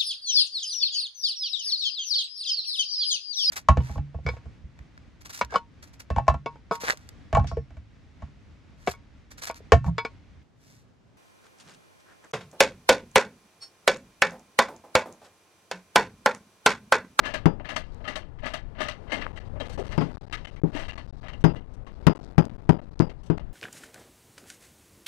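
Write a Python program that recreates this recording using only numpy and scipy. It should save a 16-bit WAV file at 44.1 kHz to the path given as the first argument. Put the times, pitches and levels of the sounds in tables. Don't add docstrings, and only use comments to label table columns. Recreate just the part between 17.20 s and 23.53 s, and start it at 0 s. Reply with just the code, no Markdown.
import sys
import numpy as np
from scipy import signal
from scipy.fft import rfft, irfft, next_fast_len
from scipy.io import wavfile
from scipy.ndimage import map_coordinates

SR = 44100
rng = np.random.default_rng(int(sys.argv[2]) if len(sys.argv) > 2 else 0)


def inscribe(sig):
    pcm = np.round(np.clip(np.atleast_2d(sig).T, -1, 1) * 32767)
    wavfile.write(sys.argv[1], SR, pcm.astype(np.int16))


def ratio(d):
    e = np.asarray(d, float) / 20
    return 10 ** e


N = 279153

# start_s, crack_db, boom_db, ring_db, length_factor
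KNOCKS = [
    (0.2572, -18.5, -13, -41.5, 1.1),
    (2.7786, -25, -20, -35, 1.27),
    (2.812, -31, -26, -61, 1.86),
    (3.4354, -44, -19.5, -73, 1.32),
    (4.2407, -19, -13, -32, 1.59),
    (4.8682, -13, -10.5, -32.5, 1.17),
    (5.181, -17.5, -10.5, -36, 1.1),
    (5.4924, -19, -11, -40, 1.13),
    (5.8003, -24.5, -16.5, -35.5, 1.38),
    (6.1, -29.5, -19.5, -53, 1.29),
]
# start_s, peak_db
DROPS = [
    (0.1378, -21.5),
    (0.5606, -19.5),
    (0.9552, -24.5),
    (1.3357, -23.5),
    (1.6826, -25),
]


def unit(x):
    return x / np.sqrt(np.mean(x ** 2) + 1e-20)


def along(points, hz):
    f, v = np.transpose(points)
    return np.interp(np.log(hz + 1), np.log(f + 1), v)


def curve(rows):
    return np.interp(np.arange(N) / SR, *np.transpose(rows))


def wobble(rate_hz):
    knots = rng.standard_normal(int(N * rate_hz / SR) + 4)
    return map_coordinates(knots, [np.arange(N) * rate_hz / SR])


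def filtered(x, response):
    m = next_fast_len(N + SR // 2)
    return irfft(rfft(x, m) * response(np.fft.rfftfreq(m, 1 / SR)), m)[:N]


def hiss(spectrum):
    return unit(filtered(rng.standard_normal(N), lambda hz: ratio(along(spectrum, hz))))


def low_pass(hz, edge_hz):
    return 1 / (1 + (hz / edge_hz) ** 4)


def decay(t, t60_s):
    return ratio(-60 * t / t60_s)


def rise(t, rise_s):
    return 1 - np.exp(-t / rise_s)


def modes(t, rows):
    return sum(ratio(db) * decay(t, t60_s) * np.sin(2 * np.pi * hz * t) for hz, db, t60_s in rows)


def add(track, s, piece):
    part = track[round(s * SR):][:len(piece)]
    part += piece[:len(part)]


def lot():
    # pitch_hz, level_db_per_hz
    rumble_spectrum = [(8.8, -40.5), (15, 7.5), (81, -4), (120, -5.5), (151, -8.5), (214, -17),
                       (300, -23.5), (390, -69), (660, -120)]
    # pitch_hz, level_db_per_hz
    wash_spectrum = [(130, -21), (220, -9), (400, -11), (800, -16.5), (2070, -31.5), (5000, -48),
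                     (11000, -59), (14500, -74), (16500, -110)]
    # time_s, strength_db
    breeze = [(0, -48), (0.35, -43), (0.8, -48), (1.45, -43.5), (1.9, -45.5), (2.4, -40), (3.2, -42),
              (3.6, -45.5), (4.2, -41), (4.7, -48), (5.1, -44.5), (5.8, -44), (6.33, -43)]
    # time_s, effort_db
    effort = [(0, 4.5), (0.3, -7), (0.62, -7.5), (0.88, 1), (1.1, -9), (1.7, -6.5), (2.0, 8), (2.2, -4),
              (2.45, 1.5), (2.9, 3.5), (3.3, -5), (3.5, 4.5), (3.85, -9), (4.1, -2), (4.4, -11),
              (5.0, -0.5), (5.35, -6), (6.33, -9.5)]
    traffic_db, grit_db, grit_growth = -56.5, -48.5, 1.2
    gusts_db = 1.5 * wobble(9)
    rumble = ratio(curve(breeze) + 8 + gusts_db) * hiss(rumble_spectrum)
    wash_level = ratio(traffic_db) + ratio(grit_db + grit_growth * curve(effort))
    return rumble + wash_level * ratio(1.0 * wobble(18)) * hiss(wash_spectrum)


def jacket():
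    # time_s, level_db
    rustle = [(0, -70), (0.25, -98), (0.75, -67.5), (1.05, -98), (1.75, -72), (2.4, -79), (2.82, -59),
              (3.4, -74), (3.68, -63), (4.05, -70), (4.4, -87), (5.05, -64), (5.35, -78.5), (5.62, -72),
              (6.33, -89)]
    weave = hiss([(2000, -28), (3800, -2), (4700, -4.5), (6200, -14.5), (9000, -23), (12000, -48), (14000, -70)])
    creases_db = 3.8 * wobble(30) + 2.7 * wobble(300)
    return ratio(curve(rustle) + 1.0 + creases_db) * weave


def small_contacts():
    # start_s, peak_db, pitch_hz
    clink_rows = [(0.067, -20.5, 1725), (0.1465, -20, 1630), (0.455, -42, 1246), (0.5015, -22.5, 1704),
                  (0.5626, -29, 1900), (0.8535, -28.5, 1246), (0.8778, -20, 1990), (0.9578, -30, 1097),
                  (1.269, -34, 1740), (1.3353, -29, 1266), (1.6055, -26.5, 1806), (1.6846, -30, 1980),
                  (1.9244, -16.5, 2115), (2.0134, -30, 1237), (2.1722, -32, 1956), (2.4016, -28, 3190),
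                  (2.4483, -36, 2070), (2.5244, -41, 1600), (2.737, -42, 2760), (3.1268, -24, 1717),
                  (3.2504, -28.5, 3030), (3.5639, -30, 1810), (3.5796, -28, 1965), (3.693, -27.5, 2770),
                  (3.7773, -33.5, 1115), (4.0846, -39, 1970), (4.132, -35, 2830), (4.288, -38, 1350),
                  (4.6668, -38, 1087)]
    # start_s, peak_db, pitch_hz, t60_s
    pings = [(0.455, -48, 4330, 0.15), (0.562, -47, 6400, .15), (1.66, -51, 5830, .3),
             (4.294, -40, 2720, .1), (4.36, -44, 2890, .15), (4.36, -46, 2000, .15),
             (2.806, -38, 1960, .15), (2.806, -42, 3150, .15), (3.27, -38, 2100, .08),
             (3.362, -42, 2000, .05), (3.374, -42, 2300, .05), (3.637, -38, 2750, .06),
             (3.615, -36, 1850, .06), (2.399, -28.5, 3890, 0.079), (2.527, -47, 4400, 0.14),
             (3.777, -42, 4350, 0.1)]
    # start_s, peak_db, pitch_hz, t60_s
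    bumps = [(2.337, -30, 555, .05), (2.372, -26, 590, 0.044), (2.33, -24, 48, 0.12),
             (2.408, -20, 590, 0.03), (2.422, -22, 480, 0.03), (2.447, -37, 590, .05),
             (2.498, -29, 490, 0.08), (2.578, -21.5, 547, 0.076), (2.590, -17.5, 397, 0.12),
             (2.598, -24, 706, 0.065), (2.612, -22.5, 490, 0.1), (2.743, -28.5, 630, 0.1),
             (3.548, -18, 295, 0.11), (3.569, -25, 269, 0.033), (3.12, -31.5, 305, 0.14)]
    # start_s, peak_db, pitch_hz
    grit = [(2.338, -40, 1200), (2.357, -36, 1100), (2.358, -44, 2900), (2.371, -38, 1000),
            (2.386, -40, 1500), (2.4095, -22, 560), (2.4225, -25, 500), (2.447, -34, 2050),
            (2.474, -38, 900), (2.498, -38, 3100), (2.530, -38, 2400), (2.580, -37, 2500),
            (2.588, -36, 3100), (2.592, -24, 640), (2.605, -30, 800), (2.618, -30, 420), (2.666, -40, 2400),
            (2.730, -37, 2100), (2.742, -36, 2750), (2.752, -33, 800)]
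    # start_s, peak_db, pitch_hz
    more_grit = [(1.870, -36, 1050), (1.882, -38, 950), (2.512, -46, 4500), (2.545, -44, 4300),
                 (2.556, -45, 3700), (3.1098, -34, 1940), (3.1278, -25, 1740), (3.140, -28, 2050),
                 (3.158, -30, 3000), (3.249, -32, 2500), (3.2745, -38, 3100), (3.3618, -42, 2190),
                 (3.5349, -40, 985), (3.5538, -32, 2840), (3.5623, -27, 1780), (3.6805, -40, 1960),
                 (3.6935, -32, 2760), (3.7324, -41, 1170), (3.7783, -34, 1100)]
    # start_s, peak_db, pitch_hz
    ticks = [(0.399, -30, 1500), (0.445, -55, 9500), (0.7465, -43.5, 6450), (1.2045, -52, 6160),
             (2.066, -15.5, 1220), (2.357, -48.5, 2350), (2.277, -45, 2190), (2.971, -26, 800),
             (2.6585, -33, 800), (4.3483, -28, 800), (5.0478, -39, 5060), (5.2536, -29.5, 5060),
             (5.7935, -24.5, 4600), (0.806, -42, 1400), (1.188, -44, 1500), (1.9195, -24, 2100),
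             (4.031, -38, 1500), (6.178, -40, 1600)]
    out, t = np.zeros(N), np.arange(SR // 4) / SR

    clink_t60_s = 0.1
    clinks = [(*row, clink_t60_s) for row in clink_rows]
    piston_db, piston_hz, piston_t60_s = -2.5, 618, 0.1
    piston = [(s + .002, db + piston_db, piston_hz, piston_t60_s) for s, db in DROPS]
    for rows, rise_s, wander_rad in [(clinks + pings, .004, 1.2), (bumps + piston, .003, .8)]:
        for s, db, hz, t60_s in rows:
            drift = wander_rad * np.interp(t, np.linspace(0, t[-1], num=40), rng.standard_normal(size=40))
            tone = np.sin(2 * np.pi * hz * t + drift)
            add(out, s, ratio(db - 1.0) * decay(t, t60_s) * rise(t, rise_s) * tone)

    grit_db, grit_cycles = -3, 14
    for s, db, hz in grit + more_grit:
        add(out, s, modes(t, [(hz, db + grit_db, grit_cycles / hz)]))

    touch_db, touch_hz = 1.5, 680
    touches = [(row[0], row[1] + touch_db, touch_hz) for row in KNOCKS]
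    for s, db, hz in ticks + touches:
        attack = np.clip(1.9 * hz * t, 0, 1)
        add(out, s, -attack * modes(t, [(hz, db + 11.5, 3.7 / hz)]))
    return out


def bursts():
    # start_s, peak_db, low_share_db, t60_s
    jolts = [(2.158, -40, -1.5, 0.2), (2.171, -38, -3, 0.15), (2.3993, -27, 2.5, 0.18),
             (2.576, -36, 9, 0.25), (2.709, -39, -2, 0.2), (2.7192, -32, -2, 0.11), (2.806, -33, -7, 0.25),
             (3.1248, -21, -23, 0.18), (3.2464, -30.5, -10, 0.14), (3.36, -45.5, -6, 0.17),
             (3.548, -33, -4, 0.17), (3.5606, -29, -4, 0.17), (3.68, -33, -15, 0.25),
             (3.7758, -33, -2.5, 0.14), (4.082, -32, -9, 0.089), (4.1305, -38, -2, 0.081),
             (4.294, -41, 0.5, 0.1), (4.356, -42, 1.5, 0.2), (4.664, -41, 1.5, 0.17),
             (5.293, -38.5, -3, 0.058), (5.895, -36, 1, 0.086), (6.1765, -32, 4.5, 0.1)]
    # start_s, peak_db, high_share_db
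    drags = [(0.012, -39, -27), (1.219, -36, -31), (1.5474, -36.5, -42), (1.8676, -40, -38),
             (2.4483, -40, -17), (2.6444, -42.5, -14.5), (3.076, -40.5, -41), (3.528, -33, -21),
             (3.585, -34, -19), (4.029, -35, -27)]
    # start_s, peak_db
    slacks = [(0.0308, -26.5), (0.444, -31.5), (0.841, -30), (1.231, -30.5), (1.5824, -30), (1.8946, -30)]
    # start_s, peak_db
    pulls = [(0.053, -25.5), (0.4873, -26.5), (0.876, -26), (1.255, -27.5), (1.6024, -21), (1.9185, -21)]
    # start_s, peak_db
    stops = [
        (1.186, -41),
        (2.0108, -22),
    ]
    # start_s, peak_db
    thuds = [(0.3955, -39), (0.805, -47), (2.354, -43), (3.7334, -46.5), (4.2044, -61), (5.5867, -41.5)]
    # start_s, peak_db
    swishes = [(2.2744, -71), (2.495, -50), (2.527, -50), (2.587, -50), (3.2745, -64), (4.2044, -59),
               (4.5344, -60), (4.953, -55), (6.0314, -58), (6.06, -58)]
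    jolt_high_db, jolt_rise_s = -21, 0.003
    drag_low_db, drag_rise_s, drag_t60_s = 0, .016, 0.37
    rows = [(s, db, low_db, jolt_high_db, jolt_rise_s, t60_s) for s, db, low_db, t60_s in jolts]
    rows += [(s, db, drag_low_db, high_db, drag_rise_s, drag_t60_s) for s, db, high_db in drags]
    # (low_share_db, high_share_db, rise_s, t60_s)
    kinds = [(slacks, (-6.5, -27.5, .007, 0.3364)),
             (pulls, (-4, -20, .003, .24)),
             (DROPS, (-4, -17.5, .002, 0.145)),
             (stops, (-15, -27, .005, .13)),
             (thuds, (10, -42.5, .005, .12)),
             (swishes, (-4, -7.5, .004, .13))]
    return rows + [(s, db, *kind) for events, kind in kinds for s, db in events]


def strokes():
    # pitch_hz, level_db_per_hz
    rasp = [(150, -22.5), (250, 0), (430, -12), (600, -4), (866, -4), (1600, -7.5), (2800, -8.5),
            (7000, -26.5), (11400, -34.5), (15500, -46), (17000, -86)]
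    # pitch_hz, width_hz, boost_db
    frame = [(608, 40, 9), (1230, 30, 8), (1720, 30, 11), (1990, 35, 9), (2110, 25, 7), (2780, 35, 9),
             (3100, 35, 10), (3850, 50, 6), (4400, 60, 8), (5130, 50, 5), (5810, 45, 10), (6420, 45, 9),
             (7800, 70, 7)]
    low, mid, high, top = np.zeros((4, N))
    t = np.arange(SR // 2) / SR
    echo = ratio(-32.5) * decay(t, 0.55)
    for s, db, low_db, high_db, rise_s, t60_s in bursts():
        swell = rise(t, np.clip(rise_s, .0005, .05))
        add(low, s, ratio(db + low_db - 2.5) * decay(t, t60_s * 1.03) * swell)
        add(mid, s, ratio(db - 4.5) * (decay(t, t60_s) + echo) * swell)
        add(high, s, ratio(db + high_db + 8.5) * (decay(t, t60_s * 0.91) + echo) * swell)
        add(top, s, ratio(db + 1.77 * high_db + 15) * decay(t, t60_s * 0.77) * swell)

    def frame_gain(hz):
        return 1 + sum((ratio(db) - 1) / (1 + ((hz - c) / width) ** 2) for c, width, db in frame)

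    def band(hz, from_hz, to_hz):
        colour = ratio(along(rasp, hz)) * frame_gain(hz)
        return colour * low_pass(hz, to_hz) * (1 - low_pass(hz, from_hz))

    out = np.zeros(N)
    edges_hz = [(30, 1000), (950, 3680), (3700, 4960), (7500, 9300)]
    for level, (from_hz, to_hz) in zip([low, mid, high, top], edges_hz):
        chatter = rng.standard_normal(N) * ratio(3 * wobble(600) + .7 * wobble(90))
        out += level * unit(filtered(chatter, lambda hz: band(hz, from_hz, to_hz)))
    return out


def knocks():
    # pitch_hz, level_db, t60_s
    body = [(124.5, -15, 0.19), (162.7, 3, 0.091), (209, -8, 0.066), (238, -12, 0.08), (286, -7, 0.08),
            (306.6, -5.5, 0.063), (336.6, -10.5, 0.1), (412.7, -10.5, 0.086), (650.5, -19.5, 0.063),
            (845, -27.5, 0.17), (942, -28, 0.15), (1090, -30.5, 0.084), (1530, -37, 0.079)]
    # pitch_hz, level_db, t60_s
    bar = [(4840, -6, 0.24), (5130, -8, 0.15), (5400, -8, 0.2), (5730, -20, .15), (6290, -6, 0.09)]
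    grips = [(-6, -9, 6, 2), (-3, -4, -10, -20), (0, 0, 0, -10), (0, 0, 0, -10), (2, -14, -5, 1),
             (0, -12, -5, 0), (0, -14, -5, 2), (0, -12, -5, 0), (0, -14, -5, -2), (0, -12, -5, -2)]
    # pitch_hz, level_db, t60_s
    saddle = [(1254, -6, .13), (1320, -8, .15), (1415, -2, .08), (1580, -2, .08), (1850, -14, .15),
              (2085, -14, .16), (2550, -17, .15), (2730, -17, .15), (2893, -17, .18), (3040, -15, .12),
              (3160, -19, .17), (3450, -24, .2), (3780, -26, .15), (4120, -26, .12)]
    # pitch_hz, level_db_per_hz
    crack_spectrum = [(120, -45), (200, 3), (647, -13), (933, -14), (3130, -34), (4270, -47.5),
                      (4950, -38.5), (5420, -43.5), (16000, -72)]
    saddle_db = -10
    soft_loss, soft_hz = .35, 600
    out, dull, sharp, snap = np.zeros((4, N))
    t = np.arange(SR // 2) / SR
    spread = rise(t, 0.0018)
    landing = 1 / (1 + (t / .095) ** 14)
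    for (s, crack_db, boom_db, ring_db, length), grip in zip(KNOCKS, grips):
        detune = rng.normal(1, .001)
        soft_db = soft_loss * min(crack_db - boom_db + 9, 0)
        boom = modes(t, [(hz, db + soft_db * (hz > soft_hz) + rng.normal(0, 1.6) * (db < 0), t60_s * length)
                         for hz, db, t60_s in body])
        ring = modes(t, [(hz * detune, db + change_db, t60_s)
                         for (hz, db, t60_s), change_db in zip(bar, (0, *grip))])
        arm = modes(t, [(hz * rng.normal(1, .004), db + rng.normal(0, 3), t60_s * length)
                        for hz, db, t60_s in saddle])
        add(out, s, ratio(crack_db + saddle_db) * arm)
        add(out, s, -ratio(boom_db + 11) * spread * boom)
        add(out, s, ratio(ring_db) * rise(t, 0.0028) * landing * ring)

        dull_tail = decay(t, 0.19 * length) + ratio(-17) * decay(t, 0.43)
        add(dull, s, ratio(boom_db - 5 + soft_db / 2) * spread * dull_tail)
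        sharp_tail = decay(t, 0.055 * length) + ratio(-16) * decay(t, 0.26)
        add(sharp, s, ratio(crack_db + 1.1) * rise(t, 0.00024) * sharp_tail)
        add(snap, s, ratio(1.5 * crack_db + 3.5) * decay(t, 0.027))

    crack = hiss(crack_spectrum)
    below = unit(filtered(crack, lambda hz: low_pass(hz, 830)))
    above = unit(filtered(crack, lambda hz: low_pass(hz, 6700) * (1 - low_pass(hz, 570))))
    steel = hiss([(400, -15.0), (1200, -0.5), (4500, -9.5), (9000, -21.5), (16000, -38.0)])
    return out + dull * below + sharp * above + snap * steel


def scene():
    heard = lot() + jacket() + small_contacts() + strokes() + knocks()
    return np.array([heard, np.zeros(N)])


def gaps():
    # start_s, lost_packets
    long_gaps = [(2.1911, 3), (2.5662, 3), (2.959, 4), (2.9815, 11), (3.0541, 4), (3.0839, 5), (3.1015, 3),
                 (3.2591, 4), (3.4003, 6), (3.4209, 5), (3.744, 4), (3.8641, 4), (3.9092, 6), (4.0013, 3),
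                 (4.2311, 3), (4.9337, 6), (4.9791, 4), (5.0012, 3), (5.284, 4), (5.3664, 5), (5.6029, 4.5),
                 (5.6962, 5), (5.7441, 4), (6.1836, 4)]
    short_gaps = [2.1217, 2.2863, 2.6288, 2.9715, 3.0239, 3.1181, 3.1639, 3.304, 3.3538, 3.5113, 3.6739,
                  3.769, 3.9589, 4.0239, 4.0764, 4.4015, 4.4638, 4.5588, 4.8888, 4.9631, 5.1638, 5.3038,
                  5.3537, 5.7237, 5.7637, 5.9287, 6.0239, 6.1637]
    # start_s, gap_count, spacing_packets
    stutters = [(2.4764, 2, 4), (2.659, 2, 10), (2.9213, 2, 5), (3.7139, 2, 4), (4.3288, 2, 8),
                (4.639, 3, 4), (4.7214, 2, 9), (4.7938, 2, 10), (5.0232, 2, 10), (5.0688, 2, 10),
                (5.114, 2, 4), (5.1391, 2, 4), (5.2137, 4, 8), (5.4089, 2, 6), (5.4441, 2, 8),
                (5.5138, 2, 8), (5.5584, 2, 8), (5.6489, 2, 4), (5.7938, 2, 8), (5.8588, 2, 10)]
    packet_ms, resync_ms = 2.5, 1.75
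    repeats = [s + k * apart * packet_ms / 1000 for s, count, apart in stutters for k in range(count)]
    losses = long_gaps + [(s, 2) for s in short_gaps + repeats]
    return [(s, packets * packet_ms + resync_ms) for s, packets in losses]


def band_limit(x):
    return signal.sosfilt(signal.butter(12, 16590, fs=SR, output="sos"), x)


def record(dry):
    limit = np.where(dry[0] > 0, .97, .72)
    clipped = dry[0] / (1 + np.abs(dry[0] / limit) ** 12) ** (1 / 12)
    link, ramp = np.ones(N), np.linspace(0, 1, num=26) ** 2.5
    for s, ms in gaps():
        a, b = round(s * SR), round((s + ms / 1000 + .0003) * SR)
        link[a:b] = .8 * np.exp(-np.arange(b - a) / SR / .00022)
        link[b - len(ramp):b] = ramp
    left = filtered(clipped * link, lambda hz: 1j * hz / (7 + 1j * hz))
    return band_limit(np.array([left, dry[1]]))


dry = scene()
out = record(dry)
inscribe(out)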